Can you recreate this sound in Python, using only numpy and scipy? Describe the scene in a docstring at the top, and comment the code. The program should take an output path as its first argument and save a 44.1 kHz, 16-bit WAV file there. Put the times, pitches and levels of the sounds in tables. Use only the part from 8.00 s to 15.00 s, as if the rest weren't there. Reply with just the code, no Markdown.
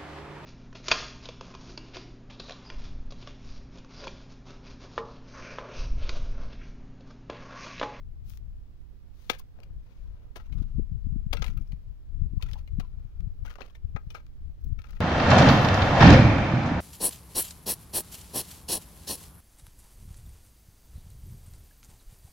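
"""On an open hillside, a steel spade chops into dry stony soil a few metres left of the microphone.
Each chop crushes grit, a swarm of brittle fractures, and excites the earth-damped modes of the blade.
Stones knock together and clank on the lifted steel, loose soil slides, grit and stalks snap,
and the levered blade squeaks faintly by stick-slip friction.
Turbulent wind rumbles on both microphone ports and buffets the left one in gusts."""
import sys
import numpy as np
from scipy import signal
from scipy.fft import rfft, irfft, next_fast_len
from scipy.io import wavfile
from scipy.ndimage import uniform_filter1d

SR = 44100
rng = np.random.default_rng(int(sys.argv[2]) if len(sys.argv) > 2 else 0)


def output_pcm(signal):
    """Save a mono or channel-first signal as 16-bit PCM at the path in sys.argv[1].

    Samples are clipped to [-1, 1] before scaling.
    """
    pcm = np.clip(np.atleast_2d(signal).T, -1, 1) * 32767
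    wavfile.write(sys.argv[1], SR, np.round(pcm).astype(np.int16))


N = 308903
TIME = np.arange(N) / SR
LEAD_S = 0.006  # room for the force to build before a blow
HIT_TIME = TIME[:SR // 5] - LEAD_S  # zero at the peak of the blow
STRIKE_SCATTER_DB = 1.5  # each spot on the blade favours other modes

# Steady wind rumble and microphone hiss. Each row: frequency in Hz, spectral density in dB.
FLOOR_SPECTRUM = [(20, 0), (60, -4), (100, -12), (200, -24), (400, -35), (800, -43), (1600, -49),
                  (5000, -56), (8000, -64), (11000, -65), (14500, -59.5)]
# Gusts of wind. Each row: start in seconds, length in seconds, level in dB.
GUSTS = [(0, 0.58, -34), (1.748, 0.016, -28), (1.992, 0.13, -31), (2.512, 0.2, -25), (2.733, 0.11, -20),
         (2.908, 0.065, -20.5), (3.052, 0.16, -20), (3.25, 0.38, -24), (3.618, 0.16, -28),
         (3.89, 0.015, -24), (4.136, 0.11, -20.5), (4.336, 0.13, -25.5), (4.476, 0.14, -26),
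         (4.72, 0.072, -19), (4.82, 0.24, -30.5), (5.17, 0.13, -25), (5.408, 0.064, -26), (5.825, 0.3, -33),
         (6.437, 0.055, -26.5), (6.642, 0.14, -26), (6.925, 0.076, -28)]
# Strong eddies at the left port. Each row: centre in seconds, peak level in dB, frequency in Hz.
EDDIES = [(2.607, -13.5, 54), (2.619, -20.5, 156), (2.756, -20.5, 60), (2.786, -12.5, 123),
          (2.797, -16.5, 222), (2.92, -17, 95), (3.07, -19, 127.5), (3.128, -14.5, 86.4),
          (3.163, -16.5, 147), (3.268, -16, 110), (3.313, -18.5, 39.8), (3.414, -22, 81.5),
          (3.734, -22, 103), (4.221, -13, 85), (4.241, -13, 47), (4.337, -23, 157), (4.378, -16, 103),
          (4.436, -19.5, 70), (4.526, -20.5, 78), (4.738, -17, 69.8), (4.789, -14, 128),
          (5.275, -20, 88.85), (5.43, -15.5, 48.5), (5.851, -16, 56.5), (5.953, -16.5, 85),
          (6.073, -22.5, 81.5), (6.728, -13.5, 68.4)]
# Shading of the right port. 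Each row: frequency in Hz, left minus right level in dB.
PORT_SHADE = [(100, -5), (380, 10), (1300, 17.5), (4400, 18), (8000, 36)]
# Spectrum of crushed soil. Each row: frequency in Hz, spectral density in dB.
SOIL_SPECTRUM = [(200, -16), (450, -2), (850, -6.5), (1350, -7.5), (1800, -11), (2500, -9.5), (4000, -14.5),
                 (6500, -19), (8000, -31.5), (10000, -27), (11500, -30.5), (14000, -26.5)]
# Snaps of grit and stalks. Each row: time in seconds, level in dB, tilt in dB per octave.
SNAPS = [(0.298, -64, 14), (0.3029, -69.5, 2), (0.323, -81, 3), (0.3362, -72, 3), (0.374, -68.5, 2.5),
         (1.396, -62, 11.5), (1.603, -73, 1.5), (2.368, -73, 5.5), (3.575, -69, 13), (4.514, -66.5, 2),
         (5.206, -73, 0.5), (5.513, -66.5, -2), (5.54, -72, -1), (5.663, -73, 1.5), (6.266, -75, 0),
         (6.819, -68, 0.5), (6.895, -78, 3), (6.908, -69, 5.5)]
# Squeaks of the levered blade. 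Each row: start in seconds, length in seconds, pitch in Hz, level in dB.
SQUEAKS = [(4.393, 0.024, 960, -52), (4.546, 0.037, 880, -48.5), (4.817, 0.048, 1020, -55.5)]
# Soil sliding under the blade. Each row: start in seconds, length in seconds, level in dB,
# tilt in dB per octave, steel ring over soil in dB, coarseness from 0 to 1.
SLIDES = [(0.239, 0.17, -56, 7, -19.5, 0.14), (1.118, 0.33, -61, 4, -18, .2),
          (1.38, 0.025, -44, 7, -29, 0.3), (1.513, 0.27, -50, -5, -26, 0.04),
          (1.775, 0.45, -65.5, 0, -18, 0.22), (2.044, 0.38, -62, -3.5, -23, 0.11),
          (2.492, 0.29, -64.5, 1, -7, 0.45), (3.499, 0.31, -68.5, 6, -9, 0.8),
          (4.396, 0.14, -59.5, 1, -5, 0.38), (4.477, 0.16, -56, 1.5, -14, .5),
          (4.739, 0.82, -73, -1.5, -3, 0.1), (5.444, 0.11, -51, 2, -2, 0.75),
          (5.577, 0.12, -48, -2.5, -13, .65), (6.136, .1, -57, 0, -1, 0.67),
          (6.591, 0.12, -63.5, 11, -21, 0.63), (6.829, 0.28, -53.5, 1, -9, 0.64)]
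# Stones knocking together. Each row: time in seconds, pitch in Hz, level in dB, decay in seconds.
STONE_KNOCKS = [(1.332, 2050, -56, 0.016), (1.348, 1790, -58.5, 0.009), (1.588, 678, -67.5, 0.0019),
                (1.633, 2750, -65.5, 0.0068), (2.399, 1580, -63.5, 0.014), (2.525, 2485, -64, 0.015),
                (3.331, 2570, -44.5, .005), (3.346, 485, -51.5, 0.0049), (3.37, 2500, -56.5, 0.0031),
                (3.443, 2500, -49.5, 0.0061), (3.464, 2640, -55.5, 0.008), (3.481, 2264, -56.5, 0.0084),
                (3.721, 2396, -65.5, 0.0078), (4.413, 2300, -65.5, 0.01), (4.425, 3130, -50, 0.0082),
                (4.487, 2080, -64, 0.012), (4.533, 3490, -58, 0.0059), (4.676, 2410, -67.5, 0.011),
                (5.452, 1326, -60.5, 0.0099), (5.48, 1860, -75, 0.0063), (5.504, 1720, -59.5, 0.012),
                (5.556, 1490, -59, 0.0058), (5.585, 810, -58, 0.012), (5.751, 2066, -63.5, 0.009),
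                (6.104, 3020, -58.5, 0.013), (6.15, 1398, -53, 0.017), (6.93, 1380, -67, 0.005),
                (6.789, 2240, -65.5, 0.012), (6.842, 1860, -67.5, 0.0032), (6.87, 2300, -71.5, 0.0039)]
# Stones hitting the lifted blade. Each row: time in seconds, level in dB, tilt in dB per octave.
CLANKS = [(2.399, -62.5, -11), (2.524, -71, 9), (3.371, -52, 10), (3.425, -52, 0), (3.574, -62.5, 5),
          (4.802, -62, 9), (5.964, -51, -1), (6.103, -70.5, 4), (6.15, -51, -3), (6.79, -63.5, 3),
          (6.841, -62, 3), (6.895, -71, 4), (6.968, -70, 3)]
# Modes of the blade. Each row: frequency in Hz, bandwidth in the earth in Hz,
# level in dB when the edge is struck, level in dB when the face is struck.
BLADE_MODES = [(237, 85, -2, -29), (488, 66, 1, -20), (845, 120, -9.5, -5), (1261.6, 51, 2.5, 2),
               (1371, 75, -8, 2.5), (1590, 58, -15, -8.5), (1640, 71, -1.5, -23), (2080, 54, -5.5, -10.5),
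               (2300, 72, -7, -9), (2500, 80, -19, -8.5), (2744, 70, -20, -10.5), (3210, 120, -4.5, -16.5),
               (3500, 100, -0.5, -23), (3980, 120, -13.5, -26.5), (4326, 160, -19, -26),
               (5700, 110, -20, -32)]
# Spade chops. Each row: time in seconds, level in dB, ground hardness as treble over middle in dB,
# grit over treble in dB, crunch decay in seconds, level of spilled soil in dB.
CHOPS = [(1.299, -38, 4, -16.5, 0.0066, -60), (2.36, -54.5, -3, -9, 0.0096, -57.5),
         (3.33, -47, 2.5, -12, 0.0061, -51), (3.4221, -51.5, 4, -17.5, 0.0047, -51),
         (4.799, -57, -1.5, -8.5, 0.0066, -66.5), (5.6065, -54, -8, -21, 0.0082, -61.5),
         (5.9626, -51, -14, -18, 0.0035, -74)]


def undb(db):
    """Amplitude grows tenfold for every 20 dB."""
    return 10 ** (np.asarray(db) / 20)


def unit(x):
    """Normalisation to an rms of 1."""
    return x / np.sqrt(np.mean(x ** 2) + 1e-20)


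def band(x, lo_hz, hi_hz):
    """A steep causal band-pass filter."""
    sos = signal.butter(5, [lo_hz, min(hi_hz, SR / 2 - 1)], "band", fs=SR, output="sos")
    return signal.sosfilt(sos, x)


def colour(x, points, tilt_db=0):
    """Spectral shaping by (Hz, dB) points, with a tilt per octave about 1024 Hz."""
    size = next_fast_len(len(x))
    octave = np.log2(np.maximum(np.fft.rfftfreq(size, 1 / SR), 1))
    hz, db = np.transpose(points)
    gain = undb(np.interp(octave, np.log2(hz), db) + tilt_db * (octave - 10))
    return irfft(rfft(x, size) * gain, size)[:len(x)]


def wander(rate_hz):
    """Random steps, smoothed twice, give a slow fluctuation with a spread near 1."""
    hold = int(SR / rate_hz)
    steps = np.repeat(rng.standard_normal(N // hold + 1), hold)
    return 1.3 * uniform_filter1d(uniform_filter1d(steps, hold), hold)[:N]


def add(track, start_s, sound):
    """Superposition: a sound adds to the track from its start time."""
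    i = max(int(start_s * SR), 0)
    track[i:i + len(sound)] += sound[:max(N - i, 0)]


def grains(size, per_s, spread_db):
    """Tiny fractures form a Poisson train of impulses of unequal strength."""
    present = rng.random(size) < per_s / SR
    sign = rng.choice([-1, 1], size)
    return present * sign * undb(spread_db * np.minimum(rng.exponential(size=size), 4))


def burst(rise_s, decay_s):
    """The envelope of an impact grows and decays exponentially."""
    rise_s, decay_s = max(rise_s, 1e-4), max(decay_s, 5e-4)
    return np.exp(np.minimum(HIT_TIME / rise_s, -HIT_TIME / decay_s))


def voiced(hit, edges_hz, levels_db):
    """Hardness sets the level of each band: soft earth favours the lows, hard stone the highs."""
    bands = zip(edges_hz, edges_hz[1:], levels_db)
    return sum(undb(db) * unit(band(hit, lo, hi)) for lo, hi, db in bands)


def ring(hz, width_hz, db, rise_s):
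    """Free vibration after a blow: each mode decays with time constant 1 / (pi * bandwidth)."""
    phases = rng.uniform(0, 2 * np.pi, len(hz))
    modes = 0
    for mode_hz, width, mode_db, phase in zip(hz, width_hz, db, phases):
        envelope = undb(mode_db) * width * burst(rise_s, 1 / (np.pi * width))
        modes += envelope * np.sin(2 * np.pi * mode_hz * HIT_TIME + phase)
    return unit(modes)


def noise_floor(rumble_db):
    """Steady background noise: low wind rumble and faint microphone hiss."""
    bed = unit(colour(rng.standard_normal(N), FLOOR_SPECTRUM))
    rumble = signal.sosfiltfilt(signal.butter(2, 220, fs=SR, output="sos"), bed)
    hiss = bed - rumble
    return hiss * undb(-44 + 0.6 * wander(5)) + rumble * undb(rumble_db + 1.3 * wander(15))


def wind_db(attack_s=0.027, release_s=0.038):
    """Each gust rises exponentially, holds, and relaxes into a wandering breeze."""
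    strength = undb(-47 + 6 * wander(8.9))
    for s, length_s, db in GUSTS:
        early, late = np.maximum(s - TIME, 0), np.maximum(TIME - s - length_s, 0)
        strength = np.maximum(strength, undb(db) * np.exp(-early / attack_s - late / release_s))
    return 20 * np.log10(strength)


def buffeting(gust_db):
    """Turbulent pressure comes in puffs; its fine scales grow faster than the gust itself."""
    slow_spectrum = [(8, -13.5), (25, 8.5), (60, 0.5), (110, -10),
                     (200, -36.5), (500, -67.5), (2000, -110)]
    fine_spectrum = [(40, -27.5), (120, 9.5), (220, -4.5), (300, -14.5), (500, -34.5), (2000, -91.5)]
    slow = unit(colour(rng.standard_normal(N), slow_spectrum))
    fine = unit(colour(rng.standard_normal(N), fine_spectrum))
    slow /= np.sqrt(uniform_filter1d(slow ** 2, SR // 16) + 0.015)  # evened, so the gust sets its level
    puffs = np.minimum(wander(30), 1)  # a puff exceeds the mean gust only so far
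    return slow * undb(gust_db - 4 + 2.7 * puffs) + fine * undb(1.577 * gust_db - 6 + 8.25 * puffs)


def eddies():
    """A passing vortex swings the pressure up and down once; small fast ones sound higher."""
    out, t = np.zeros(N), TIME[:SR // 8] - 1 / 16
    for s, db, hz in EDDIES:
        whirl = np.exp(-(t * hz / 0.35) ** 2) * np.sin(2 * np.pi * (hz * t + rng.random()))
        add(out, s + t[0], undb(db) * whirl)
    return out


def hillside_echo(x):
    """Scattering from rocks and trees leaves a short, dull tail, different at each port."""
    t = TIME[:SR // 2]
    fade = np.exp(-t / 0.025) * np.minimum(t / 0.0087, 1)
    tails = [band(rng.standard_normal(len(t)), 298, 4500) * fade for _ in range(2)]
    return np.array([signal.fftconvolve(x, tail / np.linalg.norm(tail))[:N] for tail in tails])


def snaps():
    """Brittle fracture: one sharp crack is trailed by a few tiny splinters."""
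    out, crack = np.zeros(N), signal.unit_impulse(len(HIT_TIME), int(LEAD_S * SR))
    for s, db, tilt_db in SNAPS:
        splinters = grains(len(HIT_TIME), per_s=3900, spread_db=3) * burst(0.0004, 0.003)
        click = band(unit(crack) + undb(-3) * unit(splinters), 1200, 17000)
        add(out, s - LEAD_S, undb(db) * unit(colour(click, SOIL_SPECTRUM, tilt_db)))
    return out


def squeaks():
    """Stick-slip friction of steel on stone gives a short, rough note of unsteady pitch."""
    out, waver, grip = np.zeros(N), wander(400), undb(5 * wander(500))
    for s, length_s, hz, db in SQUEAKS:
        t = TIME[:int(length_s * SR)]
        pitch_hz = hz * (1 + 0.062 * np.interp(s + t, TIME, waver))
        note = np.interp(s + t, TIME, grip) * np.sin(2 * np.pi * np.cumsum(pitch_hz) / SR)
        add(out, s, undb(db) * np.sin(np.pi * t / length_s) ** 2 * unit(note))
    return out


def pebbles(size, per_s=110):
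    """Pebbles collide at random, each a damped oscillator that dies sooner the higher it sounds."""
    out, t = np.zeros(size + SR // 40), TIME[:SR // 40]
    for when, pitch, softness in rng.random((1 + int(per_s * size / SR), 3)):
        hz, i = 900 * 7 ** pitch, int(when * size)
        fade = np.exp(-t * np.sqrt(hz / 2000) / 0.0037)
        out[i:i + len(t)] += undb(-14 * softness) * np.sin(2 * np.pi * hz * t) * fade
    return unit(out[:size])


def lifted_ring(tilt_db):
    """Clear of the earth the low modes ring on, as damping rises with the square of frequency."""
    hz, _, _, face_db = np.transpose(BLADE_MODES)
    db = face_db + tilt_db * np.log2(hz / 1000) + STRIKE_SCATTER_DB * rng.standard_normal(len(hz))
    hz = hz * (1 + 0.012 * rng.standard_normal(len(hz)))  # clinging soil detunes each touch
    width_hz = 20 + 2.6 * (hz / 1000) ** 2
    return ring(hz, width_hz, db, rise_s=0.00095)


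def slides():
    """Granular flow: crumbs and pebbles run in spurts and tap the steel; every chop spills some too."""
    out, spurts = np.zeros(N), wander(110)
    # Rows as in SLIDES, plus the share of the length spent gathering speed.
    pushed = [(*slide, 0.33) for slide in SLIDES]
    spilled = [(s, 0.16, spill_db, 1, -8.5, 0.61, 0.072) for s, *_, spill_db in CHOPS]
    for s, length_s, db, tilt_db, steel_db, coarse, swell in pushed + spilled:
        t = TIME[:int(length_s * SR)]
        coarse = np.clip(coarse, 0.1, 1)  # dust runs evenly; gravel is sparse and jerky
        flow = np.interp(t / length_s, [0, swell, 1], [0, 1, 0])
        flow *= undb(9 * coarse * np.interp(s + t, TIME, spurts))
        crumbs = unit(grains(len(t), per_s=1500 / coarse, spread_db=6 * coarse))
        soil = colour(crumbs + undb(-2.5) * coarse * pebbles(len(t)), SOIL_SPECTRUM, tilt_db)
        add(out, s, undb(db) * flow * unit(soil))
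        steel = lifted_ring(tilt_db)
        taps = signal.fftconvolve(flow * crumbs, steel / np.linalg.norm(steel))
        add(out, s - LEAD_S, undb(db + steel_db) * taps)
    return out


def stones():
    """Colliding stones chatter briefly and ring in a cluster of heavily damped modes."""
    out = np.zeros(N)
    for s, hz, db, decay_s in STONE_KNOCKS:
        contacts = grains(len(HIT_TIME), per_s=6700, spread_db=3)
        chatter = colour(contacts, SOIL_SPECTRUM) * burst(0.0011, decay_s)
        modes_hz = hz * np.array([1, *rng.uniform([0.8, 1.1, 1.4], [0.93, 1.3, 1.9])])
        width_hz = np.maximum(modes_hz / 1300 / (np.pi * decay_s), 35)  # higher modes die sooner
        note = ring(modes_hz, width_hz, db=[-2, -0.5, -5, -8.5], rise_s=0.0003)
        hit = unit(chatter) + undb(1.5) * note
        treble_db = 15.5 * np.log2(hz / 1960)  # smaller stones are brighter
        knock = voiced(hit, edges_hz=[400, 2000, 7400, 17000], levels_db=[0, treble_db, treble_db - 13.5])
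        add(out, s - LEAD_S, undb(db) * unit(knock))
    return out


def clanks():
    """The impact of a stone on the face of the lifted blade excites a short steel note."""
    out = np.zeros(N)
    for s, db, tilt_db in CLANKS:
        add(out, s - LEAD_S, undb(db) * lifted_ring(tilt_db))
    return out


def chops():
    """The edge crushes grit and excites the modes of the blade, which the surrounding earth damps."""
    out = np.zeros(N)
    hz, width_hz, edge_db, _ = np.transpose(BLADE_MODES)
    width_hz = np.maximum(width_hz, 50 + hz / 150)  # nothing rings long, least of all the high modes
    for s, db, hard_db, grit_db, decay_s, _ in CHOPS:
        bite_s = 0.17 * decay_s
        fractures = grains(len(HIT_TIME), per_s=8600, spread_db=7)
        crunch = colour(fractures, SOIL_SPECTRUM) * burst(bite_s, decay_s)
        steel = ring(hz, width_hz, edge_db + STRIKE_SCATTER_DB * rng.standard_normal(len(hz)), bite_s)
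        steel_db = 0.9 * (db + 45.5)  # harder blows ring the blade more
        hit = unit(crunch) + undb(steel_db) * steel
        levels_db = db + np.array([-3, 0, hard_db, hard_db + grit_db])  # thud, middle, treble, grit
        add(out, s - LEAD_S, voiced(hit, edges_hz=[115, 640, 2000, 7400, 17000], levels_db=levels_db))
    return out


def scene(port_lag_s=0.0002):
    """Acoustic shadow: the right port, in the lee, hears the digging later and duller, and weaker gusts."""
    dig = chops() + stones() + clanks() + squeaks() + snaps() + slides()
    delayed = np.interp(TIME - port_lag_s, TIME, dig)
    shaded = colour(delayed, [(hz, -db) for hz, db in PORT_SHADE])
    echo, gust_db = hillside_echo(dig), wind_db()
    left = dig + undb(-23.5) * echo[0] + buffeting(gust_db) + eddies() + noise_floor(rumble_db=-53.5)
    right = shaded + undb(-32.5) * echo[1] + undb(-20.5) * buffeting(gust_db) + noise_floor(rumble_db=-43)
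    return np.array([left, right])


def record(dry, top_hz=15750):
    """Band limiting: the recorder's steep low-pass filter cuts the top."""
    return signal.sosfilt(signal.ellip(10, 0.2, 80, top_hz, fs=SR, output="sos"), dry)


dry = scene()
out = record(dry)
output_pcm(out)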